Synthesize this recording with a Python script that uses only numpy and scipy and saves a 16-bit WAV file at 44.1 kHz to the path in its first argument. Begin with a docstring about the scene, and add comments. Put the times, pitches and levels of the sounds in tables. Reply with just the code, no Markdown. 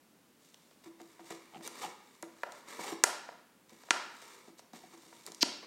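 """Gloved hands pick up a stiff plastic blister pack and pry it open, close to the microphone in a quiet, bare room.
Under steady room air (shaped noise), gloves rub the sheet (dense micro-slips) and creases tick (short cracks).
Then fingers bump the hollow shell and scuff (low modes struck by noise), and gloves judder (stick-slip at the rim).
The seam pops four times, softly at first (crack, sheet modes and air puff), the last after a short ratcheting slip.
The room answers the handling and the pops with a diffuse tail."""
import sys
import numpy as np
from scipy import signal
from scipy.fft import rfft, irfft
from scipy.io import wavfile

SR = 44100
rng = np.random.default_rng(int(sys.argv[2]) if len(sys.argv) > 2 else 0)


def output_pcm(signal):
    """Save a mono or channel-first signal as 16-bit PCM at the path in sys.argv[1].

    Samples are clipped to [-1, 1] before scaling.
    """
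    pcm = np.clip(np.atleast_2d(signal).T, -1, 1) * 32767
    wavfile.write(sys.argv[1], SR, np.round(pcm).astype(np.int16))


N = 249606
T = np.arange(N) / SR  # time in the scene [s]
BLOW = T[:SR // 4]  # time since one blow [s]


def undb(db):
    """Level law: amplitude gain is ten to the level in decibels over twenty."""
    return 10 ** (np.asarray(db) / 20)


def unit(x):
    """Power normalization: the signal is scaled to rms 1."""
    return x / np.sqrt(np.mean(x ** 2))


def burst(x, db, span=1 / 200):
    """Energy normalization: the level is the rms of all the energy packed into span seconds."""
    return x * undb(db) / np.sqrt(np.sum(x ** 2) / (span * SR))


def add(track, s, x):
    """Superposition: x is mixed into the track from time s."""
    i = int(np.clip(s * SR, 0, N - 1))
    track[i:i + len(x)] += x[:N - i]


def colour(x, points):
    """Spectral shaping: gain in decibels is interpolated over log frequency."""
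    hz, db = np.transpose(points)
    f = np.maximum(np.arange(len(x) // 2 + 1) * SR / len(x), 1)
    gain = undb(np.interp(np.log(f), np.log(hz), db))
    return irfft(rfft(x) * gain, len(x))


def filtered(x, order, hz, kind):
    """Butterworth filtering: a flat passband with smooth slopes."""
    return signal.sosfilt(signal.butter(order, hz, kind, fs=SR, output="sos"), x)


def resonate(x, hz, q):
    """Simple resonance: a two-pole band-pass, whose Q is held to at least 1."""
    b, a = signal.iirpeak(min(hz, SR / 3), max(q, 1), fs=SR)
    return signal.lfilter(b, a, x)


def decaying(t, t60):
    """Exponential decay: amplitude falls by 60 dB in t60 seconds."""
    return np.exp(-np.log(1000) * t / t60)


def ring(modes, weights=1):
    """Modal superposition: a blow excites damped sines, neighbours in opposite phase."""
    hz, db, t60 = np.transpose(modes)
    gain = undb(db) * weights * (-1) ** np.arange(len(hz))
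    swings = np.sin(2 * np.pi * np.outer(hz, BLOW))
    return gain @ (swings * decaying(BLOW, t60[:, None]))


def convolve(x, response):
    """Linear response: each sample of x launches the response; the length of x is kept."""
    return signal.fftconvolve(x, response)[:len(x)]


# spectrum of the room's steady air: (frequency [Hz], relative level [dB])
AIR_SPECTRUM = [(30, 7.5), (70, -4), (110, -4.5), (160, -0.5), (250, 1.5), (400, -5.5), (630, -9.5),
                (1100, -12), (2200, -16), (5000, -20), (9000, -21), (15500, -24)]


def room_air(level_db=-63.5):
    """Stationary background noise: a random signal with a fixed spectrum."""
    return undb(level_db) * unit(colour(rng.standard_normal(N), AIR_SPECTRUM))


STROKE_CREST = 0.51  # share of a stroke's length at which speed peaks
STROKE_SHARPNESS = 1.2  # a higher exponent narrows the swell


def stroke(start, length):
    """Accelerated sliding: speed, 0-1, swells to a crest and returns to rest."""
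    angle = np.interp(T, start + length * np.array([0, STROKE_CREST, 1]), [0, 1, 0])
    return np.sin(np.pi / 2 * angle) ** STROKE_SHARPNESS * (angle > 0)


# gloves creep on the held pack: (start [s], end [s], body level [dB], hiss level [dB])
GRIP_HOLDS = [(0.384, .9, -80, -70), (0.971, 3.0, -68.5, -69.5), (3.678, 4.52, -64.5, -65.5),
              (4.718, 5.42, -69, -64.5)]
GRIP_FADE_S, GRIP_WAVER_DB, GRIP_WAVER_HZ = 0.033, 2.5, 9
# a glove slides over the sheet: (start [s], length [s], body level [dB], hiss level [dB])
GLOVE_STROKES = [(0.833, 0.028, -57.5, -59), (1.226, 0.17, -58, -56.5), (1.297, 0.036, -43.5, -52),
                 (1.612, 0.089, -50.5, -48), (1.668, 0.28, -50, -53.5), (1.79, 0.089, -45.5, -47),
                 (2.472, .17, -58, -61.5), (2.653, 0.13, -46, -51.5), (2.734, .24, -44.5, -46),
                 (4.571, 0.039, -65.5, -54.5), (4.727, 0.069, -57.5, -56), (4.9, 0.061, -57.5, -61),
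                 (5.022, 0.033, -69.5, -64.5), (5.249, 0.051, -54, -54.5), (5.617, 0.038, -52, -75)]
# each fingertip scuffs as it lands: levels relative to its bump, lead before it and length
SCUFF_BODY_DB, SCUFF_HISS_DB, SCUFF_LEAD_S, SCUFF_S = -9, -15.5, 0.012, 0.046


def sliding():
    """Incoherent addition: grip, strokes and scuffs sum in power, giving body and hiss gains."""
    knots = np.arange(0, T[-1] + 1, 1 / GRIP_WAVER_HZ)
    waver = undb(GRIP_WAVER_DB * np.interp(T, knots, rng.standard_normal(len(knots))))
    moves = []
    for start, end, body, hiss in GRIP_HOLDS:
        hold = np.clip(np.minimum(T - start, end - T) / GRIP_FADE_S, 0, 1)
        moves.append((waver * hold, body, hiss))
    for s, length, body, hiss in GLOVE_STROKES:
        moves.append((stroke(s, length), body, hiss))
    for s, db, _ in FINGER_BUMPS:
        scuff = stroke(s - SCUFF_LEAD_S, SCUFF_S)
        moves.append((scuff, db + SCUFF_BODY_DB, db + SCUFF_HISS_DB))
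    return np.sqrt(sum(np.outer(undb([body, hiss]), speed) ** 2 for speed, body, hiss in moves))


# friction sounding through the sheet: (frequency [Hz], relative level [dB])
BODY_SPECTRUM = [(90, -29.5), (170, -13.5), (300, -1), (480, -1), (650, -5), (850, 0.5), (1100, -3.5),
                 (1600, -5.5), (2300, -7), (3200, -13.5), (5000, -19.5), (16000, -43)]
# friction hissing at the contact: (frequency [Hz], relative level [dB])
HISS_SPECTRUM = [(800, -20.5), (2500, -6), (3800, -2), (4800, -2.5), (6000, -4), (8500, -4.5), (10500, -13),
                 (13000, -15), (16000, -19)]


def rubbing(grain_rate=1800, grain_db=3.0, smooth=1.0, patchy_db=2.0):
    """Dry friction: dense micro-slips (per second) in uneven patches sound the sheet and hiss."""
    slow = colour(rng.standard_normal(N), [(10, 0), (90, 0), (300, -40), (1000, -90)])
    patches = undb(patchy_db * unit(slow))
    out = 0
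    for gain, spectrum in zip(sliding(), (BODY_SPECTRUM, HISS_SPECTRUM)):
        sizes = undb(grain_db * np.minimum(rng.exponential(size=N), 5))
        slips = (rng.random(N) < grain_rate / SR) * sizes * rng.choice([-1, 1], N)
        friction = unit(slips) + smooth * rng.standard_normal(N)
        out = out + unit(colour(friction, spectrum) * patches) * gain
    return out


def many_modes(x, share, t60):
    """High modal density: countless weak modes ring on as decaying noise and ripple the spectrum."""
    after = rng.standard_normal(len(BLOW)) * decaying(BLOW, t60)
    after /= np.sqrt(np.sum(after ** 2))
    return (x + share * convolve(x, after)) / np.hypot(1, share)


# reverberation of the bare room: (frequency [Hz], relative level [dB], t60 [s])
ROOM_BANDS = [(100, -12.5, 0.51), (300, -3.5, .7), (584, -3.5, 0.51), (1220, -6, 0.75), (2430, -7.5, 0.76),
              (4830, -8.5, 0.64), (9000, -12.5, 0.4), (16000, -19.5, .32)]
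ROOM_GAP_S, ROOM_EARLY = 0.011, 0.53  # time at which the weak early part ends, and its share of full gain


def room(x):
    """Diffuse reverberation: weak early sound builds to a noise tail whose high treble dies first."""
    t = T[:SR]
    hz, db, t60 = np.transpose(ROOM_BANDS)
    log_f = np.log(np.maximum(np.arange(SR // 2 + 1), 1))
    noise = rfft(rng.standard_normal(SR))
    onset = np.interp(t, ROOM_GAP_S * np.array([0, 1 / 3, 1, 2.2]), [0, ROOM_EARLY, ROOM_EARLY, 1])
    response = 0
    for share, band_db, band_t60 in zip(np.eye(len(hz)), db, t60):
        fade = onset * decaying(t, band_t60)
        # each band overlaps its neighbours as a triangle over log frequency
        band = irfft(noise * np.interp(log_f, np.log(hz), share), SR)
        response = response + undb(band_db) * band * fade / np.sqrt(np.sum(fade ** 2))
    return convolve(x, response)


STRAY_PER_S, STRAY_CRACK_DB, STRAY_SHEET_DB, STRAY_SCATTER_DB = 4, -68, -63.5, 1


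def stray_ticks():
    """Random point process: faint ticks fall anywhere in a hold, as (s, crack dB, sheet dB)."""
    rows = []
    for start, end, _, _ in GRIP_HOLDS:
        count = round(STRAY_PER_S * (end - start))
        for when, hard, deep in rng.uniform(-1, 1, (count, 3)):
            s = start + (end - start) * (when + 1) / 2
            crack_db = STRAY_CRACK_DB + STRAY_SCATTER_DB * hard
            rows.append((s, crack_db, STRAY_SHEET_DB + STRAY_SCATTER_DB * deep))
    return rows


def crack(db, hz, decay, q=2.0, kick=1.3, splash_db=-20):
    """Impulsive release: a kick and a spray of after-slips ring the plastic edge and splash treble."""
    push = burst(rng.standard_normal(len(BLOW)) * np.exp(-BLOW / decay), 0)
    push[0] = kick * np.sqrt(np.sum(push ** 2))
    edge = filtered(resonate(push, hz, q), 3, [hz / 3, min(hz * 1.77, SR / 2.5)], "band")
    splash = filtered(push, 2, [hz / 3, 13500], "band")
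    return burst(edge + undb(splash_db) * splash, db)


# bending modes of the stiff sheet: (frequency [Hz], relative level [dB], t60 [s])
SHEET_MODES = [(463, -4.5, 0.04), (691, 2.5, 0.019), (816, -7, 0.038), (949, 1.5, 0.034),
               (1230, 0.5, 0.015), (1382, 0.5, 0.039), (1742, 8.5, 0.011), (2034, 2.5, 0.025),
               (2396, 3.5, 0.014), (2870, -6.5, 0.025), (2950, -10, .011)]


def flex(db, hz, octaves=1.1, scatter_db=1.5):
    """Selective modal excitation: the size of the springing patch favours sheet modes near hz."""
    distance = np.log2(np.transpose(SHEET_MODES)[0] / hz) / octaves
    scatter = undb(scatter_db * rng.standard_normal(len(SHEET_MODES)))
    return burst(ring(SHEET_MODES, scatter / (1 + distance ** 2)), db)


# creases and nail ticks: (time [s], crack level [dB], sheet level [dB])
CREASE_TICKS = [(.5438, -54, -63), (1.0005, -77, -52), (1.0162, -57.5, -65), (1.1940, -73, -50.5),
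                (1.3058, -48.5, -46.5), (1.6087, -66, -53), (1.6760, -39.5, -46), (2.2256, -44.5, -72),
                (2.2293, -68, -41.5), (2.5212, -50, -53), (2.7925, -78, -40), (3.2892, -68, -39.5),
                (3.6951, -59.5, -71.5), (3.8355, -60, -55), (3.8862, -67, -50.5), (4.2230, -61, -53),
                (4.5930, -56.5, -52.5), (4.7337, -57.5, -52.5), (5.1270, -88, -51.5), (5.2646, -43, -58),
                (5.3196, -47.5, -55.5), (5.347, -47.5, -73), (5.631, -66, -55)]
# a harder tick is brighter: pitch at a reference level, and the rise that lifts it by an octave
TICK_HZ, TICK_REFERENCE_DB, TICK_OCTAVE_DB = 5300, -56.5, 32


def ticks():
    """Snap-through buckling: small creases flip with a click and a little knock of the sheet."""
    out = np.zeros(N)
    for s, crack_db, sheet_db in CREASE_TICKS + stray_ticks():
        crack_hz = TICK_HZ * 2 ** ((crack_db - TICK_REFERENCE_DB) / TICK_OCTAVE_DB)
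        add(out, s, crack(crack_db, crack_hz, decay=0.0013, q=1.2, kick=0.53, splash_db=-8.5))
        add(out, s, flex(sheet_db, 640, octaves=1.0))
    return out


# low modes of the hollow shell: (frequency [Hz], relative level [dB], t60 [s])
SHELL_MODES = [(176, -4, 0.098), (245, -3.5, 0.055), (333.6, -0.5, 0.24), (450, -5, 0.032),
               (604, -8, 0.051), (744, -4, 0.043)]
# fingers pressing the shell: (time [s], level [dB], contact time [s])
FINGER_BUMPS = [(.860, -48.5, .04), (1, -49.5, 0.03), (1.197, -52.5, 0.017), (1.306, -45.5, 0.031),
                (1.557, -48, 0.051), (1.605, -57.5, 0.024), (1.661, -52.5, 0.067), (1.844, -52.5, 0.056),
                (2.228, -46.5, 0.0052), (2.789, -49, .017), (2.921, -39.5, .018), (3.718, -59.5, 0.013),
                (4.478, -54, 0.022), (4.733, -52, 0.037), (4.836, -56, 0.014), (4.934, -54.5, 0.017),
                (5.058, -60, 0.042), (5.280, -54, 0.028)]


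def bumps(scatter_db=3.5):
    """Soft impact: a fingertip lands and drags; each spot of the shell favours other modes."""
    out = np.zeros(N)
    for s, db, contact in FINGER_BUMPS:
        push = rng.standard_normal(len(BLOW)) * np.exp(-(BLOW / contact) ** 4)
        push[0] = 0.7 * np.sqrt(np.sum(push ** 2))
        shell = ring(SHELL_MODES, undb(scatter_db * rng.standard_normal(len(SHELL_MODES))))
        add(out, s, burst(convolve(push, shell), db, span=0.028))
    return out


# modes of the pinched rim: (frequency [Hz], relative level [dB], t60 [s])
RIM_MODES = [(771, -6, 0.025), (845, -5.5, 0.027), (1280, -12.5, 0.018), (1960, -16, 0.005),
             (3030, -4.5, .003)]
# the glove sticks and slips: (start [s], length [s], level before the mix [dB], slip rate [1/s])
GLOVE_JUDDERS = [(1.524, 0.058, -53.5, 87), (1.81, 0.067, -42.5, 100), (2.781, 0.19, -51, 70)]


def judders(jitter=0.18, slip_decay=0.0021):
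    """Stick-slip: the glove catches and lets go in a quick uneven train, so that the rim creaks."""
    out, rim = np.zeros(N), ring(RIM_MODES)
    for s, length, db, rate in GLOVE_JUDDERS:
        wander = jitter * np.sin(2 * np.pi * (BLOW / length + rng.random()))
        since_slip = (BLOW * rate + wander) % 1 / rate
        swell = np.sin(np.pi * np.minimum(BLOW / length, 1))
        push = rng.standard_normal(len(BLOW)) * np.exp(-since_slip / slip_decay) * swell
        add(out, s, burst(convolve(push, rim), db, span=length))
    return out


def hump(db, hz, q, dull_hz):
    """Modal overlap: many blurred modes act as a pulse with one broad resonance."""
    pulse = resonate(signal.unit_impulse(len(BLOW)), hz, q)
    return burst(filtered(pulse, 2, min(dull_hz, SR / 2.5), "low"), db)


def spread(parts):
    """Power summation: sound sent all ways adds without notches, as a pulse centred at 3 ms."""
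    power = sum(np.abs(rfft(part)) ** 2 for part in parts)
    return np.roll(irfft(np.sqrt(power)), int(0.003 * SR))[:SR // 20]


# seam pops: (time [s], crack level [dB], crack frequency [Hz], crack Q [1], crack decay [s],
# splash level re crack edge [dB], sheet level [dB], favoured sheet frequency [Hz], thump level [dB],
# thump frequency [Hz], lag of sheet and thump [s], room level [dB])
SEAM_POPS = [(2.4336, -48, 4650, 1.1, 0.0029, -9, -30.5, 1060, -40.5, 538, 0.00018, -1),
             (3.0378, -16.5, 6900, 3.4, .0028, -12, -19, 1274, -32, 397.4, 0.00072, -2),
             (3.9068, -22, 5030, 1.15, 0.0033, -26, -19.5, 1690, -35.5, 342, 0.00043, -0.5),
             (5.4286, -19.5, 4750, 3.1, 0.0014, -21, -28.5, 935, -27, 289, 0.0015, -2.5)]


def snaps(thump_decay=0.004, thump_room_db=-3, sheet_room_db=-3, modes_room_db=-3):
    """Sudden energy release: crack, then sheet flex and air puff; returns near sound and room share."""
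    near, far = np.zeros(N), np.zeros(N)
    for (s, crack_db, crack_hz, q, decay, splash_db, sheet_db, sheet_hz,
         thump_db, thump_hz, lag, room_db) in SEAM_POPS:
        swing = np.sin(2 * np.pi * thump_hz * BLOW)
        puff = burst(swing * BLOW * np.exp(-2 * BLOW / thump_decay), thump_db)
        sheet = flex(sheet_db, sheet_hz, octaves=1.12)
        add(near, s, crack(crack_db, crack_hz, decay, q=q, kick=0.83, splash_db=splash_db))
        add(near, s + lag, sheet + puff)
        # the room also hears the rest of the pack, whose many modes blur into broad humps
        edges = hump(crack_db, crack_hz, q=0.32 * q, dull_hz=1.65 * crack_hz)
        panels = hump(sheet_db + sheet_room_db, 0.63 * sheet_hz, q=1.5, dull_hz=5.1 * sheet_hz)
        parts = [edges, panels, undb(modes_room_db) * sheet, undb(thump_room_db) * puff]
        add(far, s, undb(room_db) * spread(parts))
    return near, far


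# seam slips before the last pop: (first level [dB], last level [dB], frequency [Hz], decay [s])
SEAM_RATCHET = (-41, -25.5, 4650, .0009)
RATCHET_START_S, RATCHET_PER_S = 5.4091, 352


def ratchet():
    """Incremental fracture: the seam slips in quick, nearly even steps that grow louder."""
    first_db, last_db, hz, decay = SEAM_RATCHET
    out = np.zeros(N)
    for k, db in enumerate(np.linspace(first_db, last_db, 7)):
        late = 0.06 * rng.standard_normal()  # in steps
        s = RATCHET_START_S + (k + late) / RATCHET_PER_S
        add(out, s, crack(db, hz, decay, q=4.5, kick=1.2, splash_db=-30))
    return out


def scene():
    """Direct and reverberant fields: handling and snaps, the room's answer and its steady air."""
    air = room_air()
    rub = many_modes(rubbing(), share=0.42, t60=0.014)
    clicks, knocks, creaks = ticks(), bumps(), judders()
    pops, pops_far = snaps()
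    seam = ratchet()
    pops_far = many_modes(pops_far + seam, share=0.25, t60=0.05)
    to_room = undb(2.0) * rub + undb(-6.0) * knocks + undb(-4.5) * creaks
    to_room = to_room + undb(-0.5) * clicks + undb(0.72) * pops_far
    direct = undb(-0.6) * rub + knocks + undb(-0.5) * creaks + clicks + seam + pops
    return (direct + room(to_room) + air)[None]


def record(dry, low_cut_hz=165, top_hz=16000):
    """Band limitation: the small microphone thins out the bass, and the recorder cuts the top."""
    thin = filtered(dry, 2, low_cut_hz, "high")
    return signal.sosfilt(signal.ellip(10, 0.2, 80, top_hz, fs=SR, output="sos"), thin)


dry = scene()
out = record(dry)
output_pcm(out)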